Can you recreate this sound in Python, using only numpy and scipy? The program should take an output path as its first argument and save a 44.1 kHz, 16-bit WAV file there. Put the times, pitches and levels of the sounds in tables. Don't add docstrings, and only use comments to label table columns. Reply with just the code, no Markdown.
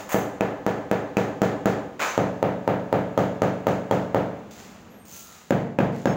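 import sys
import numpy as np
from scipy import signal
from scipy.fft import rfft, irfft
from scipy.io import wavfile
from scipy.ndimage import uniform_filter1d, minimum_filter1d

SR = 44100
rng = np.random.default_rng(int(sys.argv[2]) if len(sys.argv) > 2 else 0)


def file_out(sig):
    cols = np.atleast_2d(sig).T
    lim = np.clip(cols, -1, 1)
    pcm = np.round(lim * 32767).astype(np.int16)
    wavfile.write(sys.argv[1], SR, pcm)


N = 271656


def amp(db):
    return 10 ** (np.asarray(db) / 20)


def unit(x):
    return x / np.sqrt(np.mean(x ** 2) + 1e-20)


def along(points, hz):
    f, v = np.transpose(points)
    return np.interp(np.log(hz + 1), np.log(f + 1), v)


def bell(hz, centre_hz, octaves):
    return np.exp(-.5 * (np.log2((hz + 1) / centre_hz) / octaves) ** 2)


def causal(db):
    cepstrum = irfft(np.log(amp(db) + 1e-6), SR)
    cepstrum[1:SR // 2] *= 2
    cepstrum[SR // 2 + 1:] = 0
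    return np.exp(rfft(cepstrum))


def delayed(s):
    return np.exp(-2j * np.pi * np.fft.rfftfreq(SR, 1 / SR) * s)


def noise(spectrum, size):
    weight = amp(along(spectrum, np.fft.rfftfreq(size, 1 / SR)))
    return unit(irfft(rfft(rng.standard_normal(size)) * weight, size))


def burst(t60):
    crackle = rng.standard_normal(SR) * amp(-60 * np.arange(SR) / SR / t60)
    return rfft(crackle / np.linalg.norm(crackle))


def faded(x):
    return x * np.clip(np.linspace(5, 0, len(x)), 0, 1) ** 4


def add(track, s, sound):
    start = round(s * SR)
    part = sound[max(-start, 0):max(N - start, 0)]
    track[max(start, 0):][:len(part)] += part


def room_tail(gap=0.0086, build=0.0039):
    # f/Hz, t60/s
    decay = [(100, 1), (500, 0.74), (1500, 0.64), (4000, 0.56), (8000, 0.56), (16000, 0.37)]
    hz, t, z = signal.stft(rng.standard_normal(SR), SR, nperseg=256)
    dying = z * amp(-60 * t / along(decay, hz)[:, None])
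    tail = signal.istft(dying, SR, nperseg=256)[1][:SR]
    swell = np.clip((np.arange(SR) / SR - gap) / build, 0, 1)
    field = rfft(tail * swell)
    field /= np.sqrt(uniform_filter1d(np.abs(field) ** 2, size=90))
    return rfft(faded(irfft(field, SR) * swell))


def lingering_resonances(spot, t60=0.71, build=0.0018):
    # f/Hz, then level/dB from the first, second and third spot
    resonances = [(71, -58, -51.5, -56), (87.4, -57.5, -57, -54), (109.8, -49, -48.5, -47.5),
                  (135.9, -52.5, -50, -47), (159.3, -59, -56.5, -50), (184.9, -56, -52, -52.5),
                  (196.2, -61, -58.5, -53), (235.8, -69, -74.5, -54), (287, -52.5, -54, -64),
                  (301.9, -63, -57, -57.5), (331, -81, -68, -61), (362.6, -56, -100, -65),
                  (388.3, -59, -65, -60.5), (431, -62.5, -58, -64), (455, -58.5, -60, -58),
                  (482.6, -53.5, -71, -73), (508.5, -65.5, -63.5, -75), (542, -65, -65, -62.5),
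                  (567, -62, -60.5, -69), (643, -57, -62, -75), (643, -97, -58.5, -64),
                  (698, -74, -54.5, -53), (740, -57.5, -57.5, -65), (781, -55, -88, -78),
                  (848, -55, -72, -78), (932, -56, -77, -66), (1010, -58, -67, -78), (1727, -48, -68, -75)]
    t = np.maximum(np.arange(SR) / SR - .007, 0)
    ring = np.zeros(SR)
    for hz, *levels in resonances:
        ring += amp(levels[spot]) * np.sin(2 * np.pi * (hz * t + rng.random()))
    return rfft(ring * amp(-60 * t / t60) * (1 - np.exp(-t / build)))


def grit_contact(hz, grit_db):
    # f/Hz, level/dB
    click_spectrum = [(500, -39), (3000, -17), (6500, -17), (10000, -25.5), (16000, -26.5)]
    crunch_spectrum = [(500, -32), (3000, -5.5), (6500, -14), (10000, -26.5), (16000, -29)]
    click_db = 5 + 0.5 * grit_db
    click = causal(along(click_spectrum, hz) + click_db) * burst(t60=0.0034) * delayed(0.000205)
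    crackle = room_tail() + amp(-5.5) * burst(t60=0.053)
    crunch = causal(along(crunch_spectrum, hz) + grit_db) * crackle
    return click + crunch


def early_reflections(hz, wall_delay, wall_db, ceiling_delay=.0185, ceiling_db=-10):
    echoes = amp(wall_db) * delayed(wall_delay) + amp(ceiling_db) * delayed(ceiling_delay)
    return echoes / (1 + 1j * hz / 1000)


def mallet(drift_hz=4200, scatter_db=-11, vary_db=2.5, tile_share=0.2, boom_per_db=2):
    # t/s, strength/dB, grit under the rubber/dB
    tap_rows = [(-0.13, -7.5, 3), (0.1442, -0.76, -1.5), (0.4087, -1.5, -5.5), (0.6651, -1.15, -2),
                (0.9139, -1, -2.5), (1.1695, 0, 2.5), (1.418, 0.6, 3), (1.6575, 0.36, 3),
                (2.178, -0.77, -7), (2.4278, -1.4, -12), (2.6774, -1.1, -12), (2.9277, -0.8, -9),
                (3.1769, -0.5, 0), (3.4197, -0.63, -1), (3.6691, -1.04, 0.6), (3.9116, -0.75, 0),
                (4.1464, -1.1, -7), (5.5073, -1.45, -4.5), (5.7878, -1.2, -6.5), (6.0568, -1.6, -2.5)]
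    moves = [1.9, 5.0]
    # level/dB, boom/dB, wall echo delay/s, wall echo level/dB
    spots = [(-0.73, -3, 0.0097, -6), (0.32, -1.06, 0.011, -5.5), (0, 2.5, 0.016, -8)]
    # f/Hz, level/dB
    thud = [(20, -29), (45, -2), (100, 18), (180, 27.5), (300, 24.5), (550, 26), (850, 19), (1150, 14.5),
            (2000, 9), (3000, 1), (4500, -10.5), (7000, -26), (16000, -33.5)]
    # f/Hz, level/dB
    wet = [(40, 8), (110, -12), (220, 2), (340, -1), (500, 1.5), (700, 1.5), (1500, 2.5), (4000, -1),
           (16000, 1.5)]
    # f/Hz, width/Hz, then boost/dB at the first, second and third spot
    tile_modes = [(198, 79, 4.5, 3.5, 2), (298, 56, 2.5, -1.5, 5.5), (404, 41, 1, -6.5, 0),
                  (560, 145, -1.5, 4, 3.5), (660, 91, 3, 2, -5.5), (912, 210, 1.5, 6.5, 6),
                  (1080, 117, -7, -7, -11), (1240, 210, 2.5, 3.5, 0), (1620, 190, 1, -5, 5),
                  (2520, 420, 4.5, -6, 5.5), (3252, 116, 1, 1, 3)]
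    out, hz = np.zeros(N), np.fft.rfftfreq(SR, 1 / SR)
    taps, tile = np.array(tap_rows), np.array(tile_modes)
    mode_hz = tile[:, 0]
    humps = 1 / (1 + (2 * (hz - tile[:, :1]) / tile[:, 1:2]) ** 2)
    spot_of = np.searchsorted(moves, taps[:, 0])
    kept = np.exp(-.5 * (hz / drift_hz) ** 2)
    spread_db = vary_db * mode_hz / mode_hz.mean()
    for k, (spot_db, spot_boom_db, wall_delay, wall_db) in enumerate(spots):
        field, lingering = room_tail(), lingering_resonances(k)
        walls = early_reflections(hz, wall_delay, wall_db)
        near = amp(scatter_db) * burst(t60=0.027) * delayed(0.00196)
        for s, db, grit_db in taps[spot_of == k]:
            field = kept * field + np.sqrt(1 - kept ** 2) * room_tail()
            boom_db = spot_boom_db + boom_per_db * db
            blow = along(thud, hz) + spot_db + db + boom_db * bell(hz, 149, 0.76)
            blow = blow - 1.4 * bell(hz, 2200, 1.0)
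            mode_db = tile[:, 2 + k] + spread_db * rng.standard_normal(len(tile))
            ring = mode_db @ humps
            knock = causal(blow + ring) * (1 + near + walls)
            after_sound = lingering + field * amp(along(wet, hz))
            boom = causal(blow + tile_share * ring) * after_sound
            add(out, s, faded(irfft(grit_contact(hz, grit_db) - knock - boom, SR)))
    return out


def rub(layers, rise, t60, rough_db=3, grain_db=5, direct=0.74, wet=0.64):
    t = np.arange(SR) / SR
    stroke = np.minimum(t / rise, 1) ** 0.68 * amp(-60 * np.maximum(t - rise, 0) / t60)
    stroke = stroke + amp(-5.5 - 60 * t / 0.04)
    clumps_db = rough_db * unit(uniform_filter1d(rng.standard_normal(SR), size=60))
    sizes = amp(clumps_db + grain_db * rng.standard_normal(SR))
    sound = np.zeros(SR)
    for db, colour in layers:
        grains = sizes * rng.standard_normal(SR)
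        sound += amp(db) * unit(irfft(rfft(grains) * colour, SR))
    return signal.fftconvolve(stroke * sound, irfft(direct + wet * room_tail(), SR))


def scuffs(squeak_hz=6220, squeak_width_hz=400):
    # t/s, swell/s, t60/s, grind/dB, hiss/dB, hiss tilt/dB per octave
    strokes = [(-0.1, 0.033, 0.29, -33.5, -42.5, 1), (0.0903, 0.042, 0.065, -29, -37, 7.5),
               (1.994, 0.027, 0.36, -21, -35.5, -2.5), (4.508, 0.011, 0.69, -61, -52, -1),
               (4.578, 0.013, 0.82, -49.5, -51.5, -3.5), (5.052, 0.12, 0.48, -58.5, -46, 4.5),
               (5.201, .14, 1, -54, -54, -1.5), (5.919, .036, 0.93, -66, -54, -4)]
    # t/s, level/dB
    squeaks = [(0.116, -48), (2.084, -42), (4.515, -59), (5.122, -49)]
    # f/Hz, level/dB
    grind_spectrum = [(60, -23), (400, -1.5), (750, 6.5), (1200, 4.5), (2500, -2.5), (4500, -19.5),
                      (7000, -22), (16000, -99)]
    hiss_spectrum = [(300, -28), (2000, 2), (5000, 2.5), (7000, 0), (9500, -6.5), (16000, -11.5)]
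    out, hz = np.zeros(N), np.fft.rfftfreq(SR, 1 / SR)
    grind = amp(along(grind_spectrum, hz))
    squeak = 1 / (1 + (2 * (hz - squeak_hz) / squeak_width_hz) ** 2)
    for s, swell, t60, grind_db, hiss_db, tilt_db in strokes:
        hiss = amp(along(hiss_spectrum, hz) + tilt_db * np.log2(1 + hz / 2000))
        add(out, s, rub([(grind_db, grind), (hiss_db, hiss)], swell, t60))
    for s, db in squeaks:
        add(out, s, rub([(db, squeak)], rise=0.012, t60=0.14))
    return out


def room_air():
    # t/s, level/dB
    air_level = [(4.6, -48), (4.924, -48.5), (5.46, -57.5)]
    # f/Hz, level/dB
    ambience = [(20, -28), (70, -2), (140, -4.5), (205, 5.5), (280, -4.5), (600, -6.5), (1400, -14),
                (3000, -22.5), (7000, -36), (10000, -42.5), (16000, -47.5)]
    level_db = np.interp(np.arange(N) / SR, *np.transpose(air_level))
    return amp(level_db) * noise(ambience, N)


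def tones(waver_hz=18):
    # t/s, length/s, f/Hz, level/dB
    tone_rows = [(4.882, .17, 12592, -70), (4.974, .11, 8613, -67), (5.082, 0.33, 1367, -63),
                 (5.182, 0.31, 1250, -63), (6.056, 0.095, 5286, -58), (6.07, 0.078, 6541, -61)]
    out = np.zeros(N)
    for s, length, hz, db in tone_rows:
        size = max(int(length * SR), 2)
        pitch = hz + waver_hz * unit(uniform_filter1d(rng.standard_normal(size), size=150))
        sine = np.sin(2 * np.pi * np.cumsum(pitch) / SR)
        add(out, s, amp(db) * unit(signal.windows.tukey(size) * sine))
    return out


def scene():
    return (mallet() + scuffs() + room_air() + tones())[None]


def record(dry, ceiling_db=-6, top_hz=16100):
    # f/Hz, gain/dB
    microphone = [(4500, 1.5), (5500, 1.5), (6200, 7), (7000, 10), (8000, 2), (10000, 1), (13000, 4),
                  (15700, 16), (16500, -13)]
    hz = np.fft.rfftfreq(SR, 1 / SR)
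    x = signal.fftconvolve(dry[0], irfft(causal(along(microphone, hz)), SR))[:N]
    needed = np.minimum(1, amp(ceiling_db) / (np.abs(x) + 1e-9))
    gain = uniform_filter1d(minimum_filter1d(needed, size=41), size=41)
    band_limit = signal.firwin(numtaps=255, cutoff=top_hz, fs=SR)
    return signal.fftconvolve(x * gain, band_limit, mode="same")[None]


dry = scene()
out = record(dry)
file_out(out)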